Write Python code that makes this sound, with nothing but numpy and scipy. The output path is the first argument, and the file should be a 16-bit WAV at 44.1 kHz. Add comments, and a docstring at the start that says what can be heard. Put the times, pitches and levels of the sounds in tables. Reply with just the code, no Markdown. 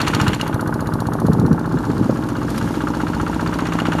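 """A single-cylinder diesel walking tractor turns round in a flooded field, a few metres from the mic.
Every cycle knocks in the block, spits from the exhaust and thumps in the pipes; the exhaust
swings away from the microphone and the bare engine comes round to face it.
Mud patters off the cage wheels, a loose part clanks and wind buffets the microphone."""
import sys
import numpy as np
from scipy import signal
from scipy.fft import rfft, irfft
from scipy.io import wavfile
from scipy.ndimage import uniform_filter1d

SR = 44100
rng = np.random.default_rng(int(sys.argv[2]) if len(sys.argv) > 2 else 0)


def waveform_to_disk(signal):
    """Save audio, clipped to [-1, 1], as 16-bit WAV at the path in sys.argv[1]."""
    frames = np.transpose(np.atleast_2d(signal))
    scaled = np.clip(frames, -1, 1) * 32767
    samples = np.round(scaled).astype(np.int16)
    wavfile.write(sys.argv[1], SR, samples)


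N = 176400
TIME = np.arange(N) / SR
AGE = np.arange(SR // 5) / SR  # seconds since a firing


def undb(db):
    """Decibels to gain."""
    return 10 ** (np.asarray(db) / 20)


def curve(rows):
    """A table of (time, value) joined by straight lines."""
    return np.interp(TIME, *np.array(rows).T)


def unit(x):
    """Scale to rms 1."""
    return x / np.sqrt(np.mean(x ** 2) + 1e-18)


def colour(x, spectrum):
    """Causal filter through (Hz, dB) points; rms 1 out."""
    size = 2 * N
    hz, db = np.array(spectrum).T
    gain = undb(np.interp(np.log(np.fft.rfftfreq(size, 1 / SR) + 1), np.log(hz), db))
    cepstrum = irfft(np.log(gain))
    cepstrum[1:N] *= 2  # fold to minimum phase
    cepstrum[N + 1:] = 0
    return unit(irfft(rfft(x, size) * np.exp(rfft(cepstrum)))[:N])


def flicker(rate_hz):
    """Smooth random wandering with rms 1."""
    hold = max(int(SR / rate_hz), 1)
    steps = np.repeat(rng.standard_normal(N // hold + 1), hold)
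    return unit(uniform_filter1d(steps, hold)[:N])


def burst(age, rise_s, decay_s):
    """Envelope: a straight rise, then an exponential fall."""
    return np.clip(age / rise_s, 0, 1) * np.exp(-np.maximum(age - rise_s, 0) / decay_s)


def ring(age, hz, decay_s):
    """A damped resonance struck at age 0."""
    age = np.maximum(age, 0)
    return -np.sin(2 * np.pi * hz * age) * np.exp(-age / decay_s)


def pings(times, pitches, levels_db, decay_s):
    """Many short rings, each with its own time, pitch and level."""
    age = np.arange(SR // 20) / SR
    out = np.zeros(N + len(age))
    for at, hz, db in np.broadcast(times, pitches, levels_db):
        if 0 <= at < N / SR:
            out[int(at * SR):][:len(age)] += undb(db) * ring(age, hz, decay_s)
    return out[:N]


def each_cycle(firings, shape, scatter_db, jitter_s):
    """Play a shape at every firing, a little uneven in strength and time."""
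    timing, strength = rng.standard_normal((len(firings), 2)).T
    lead = SR // 10
    train = np.zeros(N + 2 * lead)
    at = ((firings + jitter_s * timing) * SR).astype(int) + lead
    train[np.clip(at, 0, len(train) - 1)] = undb(scatter_db * strength)
    return signal.fftconvolve(train, shape)[lead:lead + N]


# engine speed (time [s], firing rate [Hz])
ENGINE_SPEED = [(0.0, 14.977), (0.4, 15.213), (0.9, 15.246), (1.35, 15.176), (1.6, 15.425), (1.9, 15.663),
                (2.15, 15.439), (2.5, 15.537), (3.0, 15.17), (3.35, 15.334), (3.6, 15.425), (3.8, 15.1)]

def firing_times(first_s=-0.0025):
    """The cylinder fires once a cycle, and is already running at the start."""
    cycles = np.cumsum(curve(ENGINE_SPEED)) / SR
    firings = first_s + np.interp(np.arange(int(cycles[-1]) + 1), cycles, TIME)
    return np.r_[2 * firings[0] - firings[1], firings]


def rattle(firings, repeat):
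    """Dense vibration; the share `repeat` recurs each cycle, in a pattern that shifts with the turn."""
    last_firing = firings[np.searchsorted(firings, TIME, "right") - 1]
    samples_since = ((TIME - last_firing) * SR).astype(int)
    patterns = rng.standard_normal((6, SR // 10))
    facing = TIME / TIME[-1] * (len(patterns) - 1)
    recurring = sum(pattern[samples_since % len(pattern)] * np.cos(np.pi / 2 * np.clip(facing - k, -1, 1))
                    for k, pattern in enumerate(patterns))
    return np.sqrt(repeat) * recurring + np.sqrt(1 - repeat) * rng.standard_normal(N)


# modes of the engine's metal parts (frequency [Hz], decay [s], gain [dB])
METAL_MODES = [(841, 0.0055, -4.5), (1252, 0.033, -1), (1930, 0.069, -15), (2842, 0.0042, 4),
               (4380, 0.0047, 3), (5650, 0.008, 7), (6800, 0.0024, 3)]

def metal(vibration):
    """Vibration together with the ringing that it starts in the metal; rms 1 out."""
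    age = np.arange(SR // 8) / SR
    modes = sum(undb(db) * 2 / (decay * SR) * np.cos(2 * np.pi * hz * age) * np.exp(-age / decay)
                for hz, decay, db in METAL_MODES)
    return unit(vibration + signal.fftconvolve(vibration, modes)[:N])


# tone of the block (frequency [Hz], relative level [dB])
BLOCK_SPECTRUM = [(400, -12.5), (700, -15), (900, 1), (1050, 0), (1450, 0.5), (1750, -8), (2050, -21.5),
                  (5000, -61)]
# hard combustion knock, heard as the cylinder comes round to the mic (time [s], level [dB])
COMBUSTION_LEVEL = [(0, -37), (2.2, -41.5), (2.85, -35.5), (3.4, -32.5), (4, -34)]
# blows on the block (time after firing [s], rise [s], decay [s], relative level [dB])
BLOCK_BLOWS = [(.0015, 0.0013, 0.0085, 1.5), (0.0132, 0.0026, 0.0028, -5), (0.02, 0.0026, 0.0099, -9.5)]
# their rattling knock at the mic (time [s], level [dB])
KNOCK_LEVEL = [(.25, -25.5), (.55, -31), (1.2, -33.5), (2.4, -33), (3.4, -31.5), (4, -26.5)]

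def block_knock(firings):
    """Combustion and valve gear knock on the block."""
    bang = each_cycle(firings, burst(AGE - 0.0023, 0.0015, 0.0039), scatter_db=1.5, jitter_s=0.00031)
    combustion = colour(rattle(firings, repeat=1) * bang, BLOCK_SPECTRUM)
    shapes = [undb(db) * burst(AGE - at, rise, decay) for at, rise, decay, db in BLOCK_BLOWS]
    blows = sum(each_cycle(firings, shape, scatter_db=1.3, jitter_s=0.0014) for shape in shapes)
    knock = colour(rattle(firings, repeat=0.41) * (blows + undb(-12.5)), BLOCK_SPECTRUM)
    return combustion * undb(curve(COMBUSTION_LEVEL)) + metal(knock) * undb(curve(KNOCK_LEVEL))


# tone of the covers (frequency [Hz], relative level [dB])
CLATTER_SPECTRUM = [(1000, -8), (1800, 6), (2850, 0.5), (3300, 1), (5200, -16), (6800, -12), (12000, -23.5),
                    (15000, -53)]
# their clatter at the mic, faintest in mid-turn (time [s], level [dB])
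CLATTER_LEVEL = [(.2, -29), (.45, -34), (.6, -51.5), (1.45, -56.5), (1.9, -51.5), (2.65, -43), (3.4, -40.5),
                 (3.8, -35)]

def cover_clatter(firings):
    """Each firing sets the block's covers clattering brightly; they never quite settle."""
    jolts = each_cycle(firings, burst(AGE - 0.001, 0.004, 0.013), scatter_db=2, jitter_s=0.0011)
    shaking = rattle(firings, repeat=0.064) * (jolts + undb(-10.5)) * undb(2.06 * flicker(700))
    return metal(colour(shaking, CLATTER_SPECTRUM)) * undb(curve(CLATTER_LEVEL))


# tone of the rumble (frequency [Hz], relative level [dB])
RUMBLE_SPECTRUM = [(25, -21.5), (55, -1.5), (90, -4.5), (320, -4.5), (450, -11), (1200, -21.5),
                   (9000, -98.5)]
# rumble at the mic (time [s], level [dB])
RUMBLE_LEVEL = [(0, -25.5), (1.15, -25), (2.7, -27), (3.5, -26)]

def rumble(firings):
    """An unbroken low vibration under the engine's beat."""
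    return colour(rattle(firings, repeat=0.45), RUMBLE_SPECTRUM) * undb(curve(RUMBLE_LEVEL))


def droplets(count, low_hz=3490, high_hz=8100):
    """Drops fall from the wheels, many faint and a few distinct."""
    when, pitch, size = rng.random((count, 3)).T
    levels_db = -4.5 + 10 * size ** 2 - 6 * pitch
    return pings(when * N / SR, low_hz * (high_hz / low_hz) ** pitch, levels_db, decay_s=0.003)


# tone of the wet patter (frequency [Hz], relative level [dB])
MUD_SPECTRUM = [(1000, 9), (2500, 0.5), (4400, 0.5), (7000, -3), (12200, -5.5), (15000, -22)]
# wet hiss of mud and wheels, a few metres off (time [s], level [dB])
MUD_LEVEL = [(0, -41.5), (.25, -39.5), (.55, -50), (1.55, -48.5), (1.9, -42.5), (2.35, -44.5), (2.6, -39),
             (2.9, -41.5), (4, -43.5)]
# clods landing in the flooded field (time [s], decay [s], level [dB])
CLOD_SPLASHES = [(2.287, 0.0037, -31), (2.502, 0.0046, -31), (2.578, 0.0052, -25.5), (3.586, 0.0036, -29)]

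def mud():
    """Fine patter and droplets off the cage wheels, and a few clods landing in water."""
    patter = colour(rng.standard_normal(N) * undb(1.8 * flicker(500) + 1.17 * flicker(35)), MUD_SPECTRUM)
    clods = sum(undb(db) * burst(TIME - at, 0.0017, decay) for at, decay, db in CLOD_SPLASHES)
    return (patter + droplets(count=420)) * undb(curve(MUD_LEVEL)) + patter * clods


# exhaust thump, falling as the pipe swings off the mic (time [s], level [dB])
THUMP_LEVEL = [(0, -10.5), (1.1, -10), (2.0, -13.5), (3.0, -18), (4, -18.5)]
# tone of the spit (frequency [Hz], relative level [dB])
SPIT_SPECTRUM = [(1200, 1), (2400, -22), (2850, -3.5), (3300, -0.5), (4200, 8.5), (5100, -3.5), (5850, -1),
                 (7700, -5), (12000, -8), (15000, -17)]
# spit, loudest while the pipe faces the mic (time [s], level [dB])
SPIT_LEVEL = [(.08, -33), (.415, -37.5), (.48, -46.5), (1.25, -48), (1.55, -52), (2.3, -52), (4, -46)]
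# tone of the jet's high sizzle (frequency [Hz], relative level [dB])
SIZZLE_SPECTRUM = [(5000, -26), (10000, 2), (12600, -1.5), (15000, -14)]
# sizzle at the mic (time [s], level [dB])
SIZZLE_LEVEL = [(0, -54), (.45, -48), (1.3, -49.5), (1.8, -61)]

def exhaust(firings, valve_opens_s=0.0158):
    """The valve opens: a low thump, and a sizzling jet of gas that rings the silencer."""
    age = AGE - valve_opens_s
    thump = each_cycle(firings, ring(age, hz=121.4, decay_s=0.0073), scatter_db=2.9, jitter_s=0.0001)
    puff = burst(age, 0.0024, 0.0032) + undb(-20) * burst(age, 0.0052, 0.017)
    jet = each_cycle(firings, puff, scatter_db=1, jitter_s=0.00023)
    spit = metal(colour(rattle(firings, repeat=0.085) * jet, SPIT_SPECTRUM))
    spit += silencer_clinks(firings + valve_opens_s)
    sizzle = colour(rng.standard_normal(N) * (jet + undb(-17.5)), SIZZLE_SPECTRUM)
    return (thump * undb(curve(THUMP_LEVEL)) + spit * undb(curve(SPIT_LEVEL))
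            + sizzle * undb(curve(SIZZLE_LEVEL)))


def silencer_clinks(puffs, low_hz=3990, high_hz=7320, spread_s=0.0034, over_spit_db=11.5):
    """Each puff jolts the silencer into a pair of clinks, never at quite the same pitches."""
    late, pitch = rng.random((2 * len(puffs), 2)).T
    times = np.repeat(puffs, 2) + spread_s * late
    return pings(times, low_hz * (high_hz / low_hz) ** pitch, over_spit_db, decay_s=0.0029)


# rings left by gas pulses (time after firing [s], frequency [Hz], decay [s], level [dB])
GAS_PULSES = [(.0349, 285, 0.0051, -9), (0.0352, 910, 0.0054, -26.5), (0.052, 166, 0.033, -19.5),
              (0.0528, 312, 0.024, -20.5), (0.01607, 226, 0.058, -30.5)]
# how they carry to the mic as the machine turns (time [s], gain [dB])
PULSE_GAIN = [(2.3, -2.5), (2.9, -0.5), (3.3, -1.5), (4, 1.5)]
# tone of the hollow pop (frequency [Hz], relative level [dB])
POP_SPECTRUM = [(250, -21), (400, -16), (520, 0.5), (720, -1.5), (900, 7), (1500, -25.5), (12000, -85)]
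# pop at the mic (time [s], level [dB])
POP_LEVEL = [(1.2, -32.5), (1.7, -46), (2.4, -38.5), (3.0, -36.5), (4, -31.5)]

def pipes(firings, pop_s=0.0342):
    """Gas pulses ring the pipes, with one hollow pop in each cycle."""
    shapes = [undb(db) * ring(AGE - at, hz, decay) for at, hz, decay, db in GAS_PULSES]
    rings = sum(each_cycle(firings, shape, scatter_db=1.38, jitter_s=0.0001) for shape in shapes)
    vibration = rattle(firings, repeat=0.97)
    bursts = each_cycle(firings, burst(AGE - pop_s, 0.00056, 0.0034), scatter_db=0.4, jitter_s=0.0001)
    pop = metal(colour(vibration * bursts, POP_SPECTRUM))
    return rings * undb(curve(PULSE_GAIN)) + pop * undb(curve(POP_LEVEL))


# tone of the valve's tick (frequency [Hz], relative level [dB])
TICK_SPECTRUM = [(1500, -10), (4100, -4), (6800, 2), (10000, -18)]
# tick at the mic (time [s], level [dB])
TICK_LEVEL = [(0, -56), (.6, -76), (2.3, -65), (2.9, -55)]

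def valve_ticks(firings, seats_s=0.034):
    """A valve seats with a small tick in every cycle."""
    seating = each_cycle(firings, burst(AGE - seats_s, 0.0012, 0.0054), scatter_db=2.5, jitter_s=0.00055)
    return colour(rng.standard_normal(N) * seating, TICK_SPECTRUM) * undb(curve(TICK_LEVEL))


# strikes of a loose metal part (time [s], level [dB])
LOOSE_STRIKES = [(0.0787, -19.5), (0.281, -18), (.412, -12), (3.8021, -18.5), (3.8696, -24), (3.9352, -26)]
# its modes (frequency [Hz], decay [s], gain [dB])
LOOSE_MODES = [(2858, 0.0031, 1.5), (4240, 0.0038, -13)]

def loose_part():
    """Now and then a loose part clanks as the engine shakes."""
    times, strike_db = np.array(LOOSE_STRIKES).T
    return sum(pings(times, hz, strike_db + mode_db, decay) for hz, decay, mode_db in LOOSE_MODES)


# gusts right on the microphone (time [s], length [s], level [dB])
MIC_GUSTS = [(0.244, 0.32, -22.5), (1.246, 0.035, -13), (1.3, 0.038, -13), (1.353, 0.07, -16),
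             (1.396, 0.018, -12.5), (1.444, 0.082, -13), (1.523, 0.058, -12.5), (1.765, 0.084, -17.5),
             (1.898, 0.045, -15), (2.028, 0.21, -20), (2.599, 0.31, -23)]
# tone of their rumble (frequency [Hz], relative level [dB])
WIND_SPECTRUM = [(20, -30), (105, 2), (220, 0.5), (320, -6), (450, -9.5), (1500, -70)]
# single thuds of wind (time [s], frequency [Hz], decay [s], level [dB])
MIC_THUDS = [(1.284, 554, 0.0029, -9), (1.293, 149.6, 0.0058, -10), (1.507, 225, 0.011, -3.5),
             (1.743, 260, 0.0029, 2.5), (2.011, 218, 0.0026, 6), (2.094, 273, 0.0023, 7.5),
             (2.094, 517, 0.0051, -3.5), (2.123, 202, 0.0055, -6)]

def wind():
    """Short gusts rumble and thud on the microphone."""
    power = sum(undb(db) ** 2 * np.exp(-8 * ((TIME - at) / length) ** 2) for at, length, db in MIC_GUSTS)
    thuds = sum(undb(db) * ring(TIME - at, hz, decay) * np.clip((TIME - at) / 0.0021, 0, 1)
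                for at, hz, decay, db in MIC_THUDS)
    return np.sqrt(power) * colour(rng.standard_normal(N), WIND_SPECTRUM) + thuds


def scene():
    """Engine, mud and wind at one microphone in the field."""
    firings = firing_times()
    engine = (block_knock(firings) + cover_clatter(firings) + exhaust(firings) + pipes(firings)
              + rumble(firings) + valve_ticks(firings) + loose_part())
    dip = undb(-6 * np.exp(-((TIME - 0.373) / 0.034) ** 2))  # the engine's level dips briefly
    return (engine * dip + mud() + wind())[None]


def record(dry, low_cut_hz=58, notch_hz=7880, top_hz=15000):
    """The recorder thins the deep bass, has a narrow notch in the treble and cuts the top."""
    thinned = signal.sosfilt(signal.butter(2, low_cut_hz, "high", fs=SR, output="sos"), dry)
    notched = signal.lfilter(*signal.iirnotch(notch_hz, Q=45, fs=SR), thinned)
    return signal.sosfilt(signal.ellip(10, 0.2, 80, top_hz, fs=SR, output="sos"), notched)


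dry = scene()
out = record(dry)
waveform_to_disk(out)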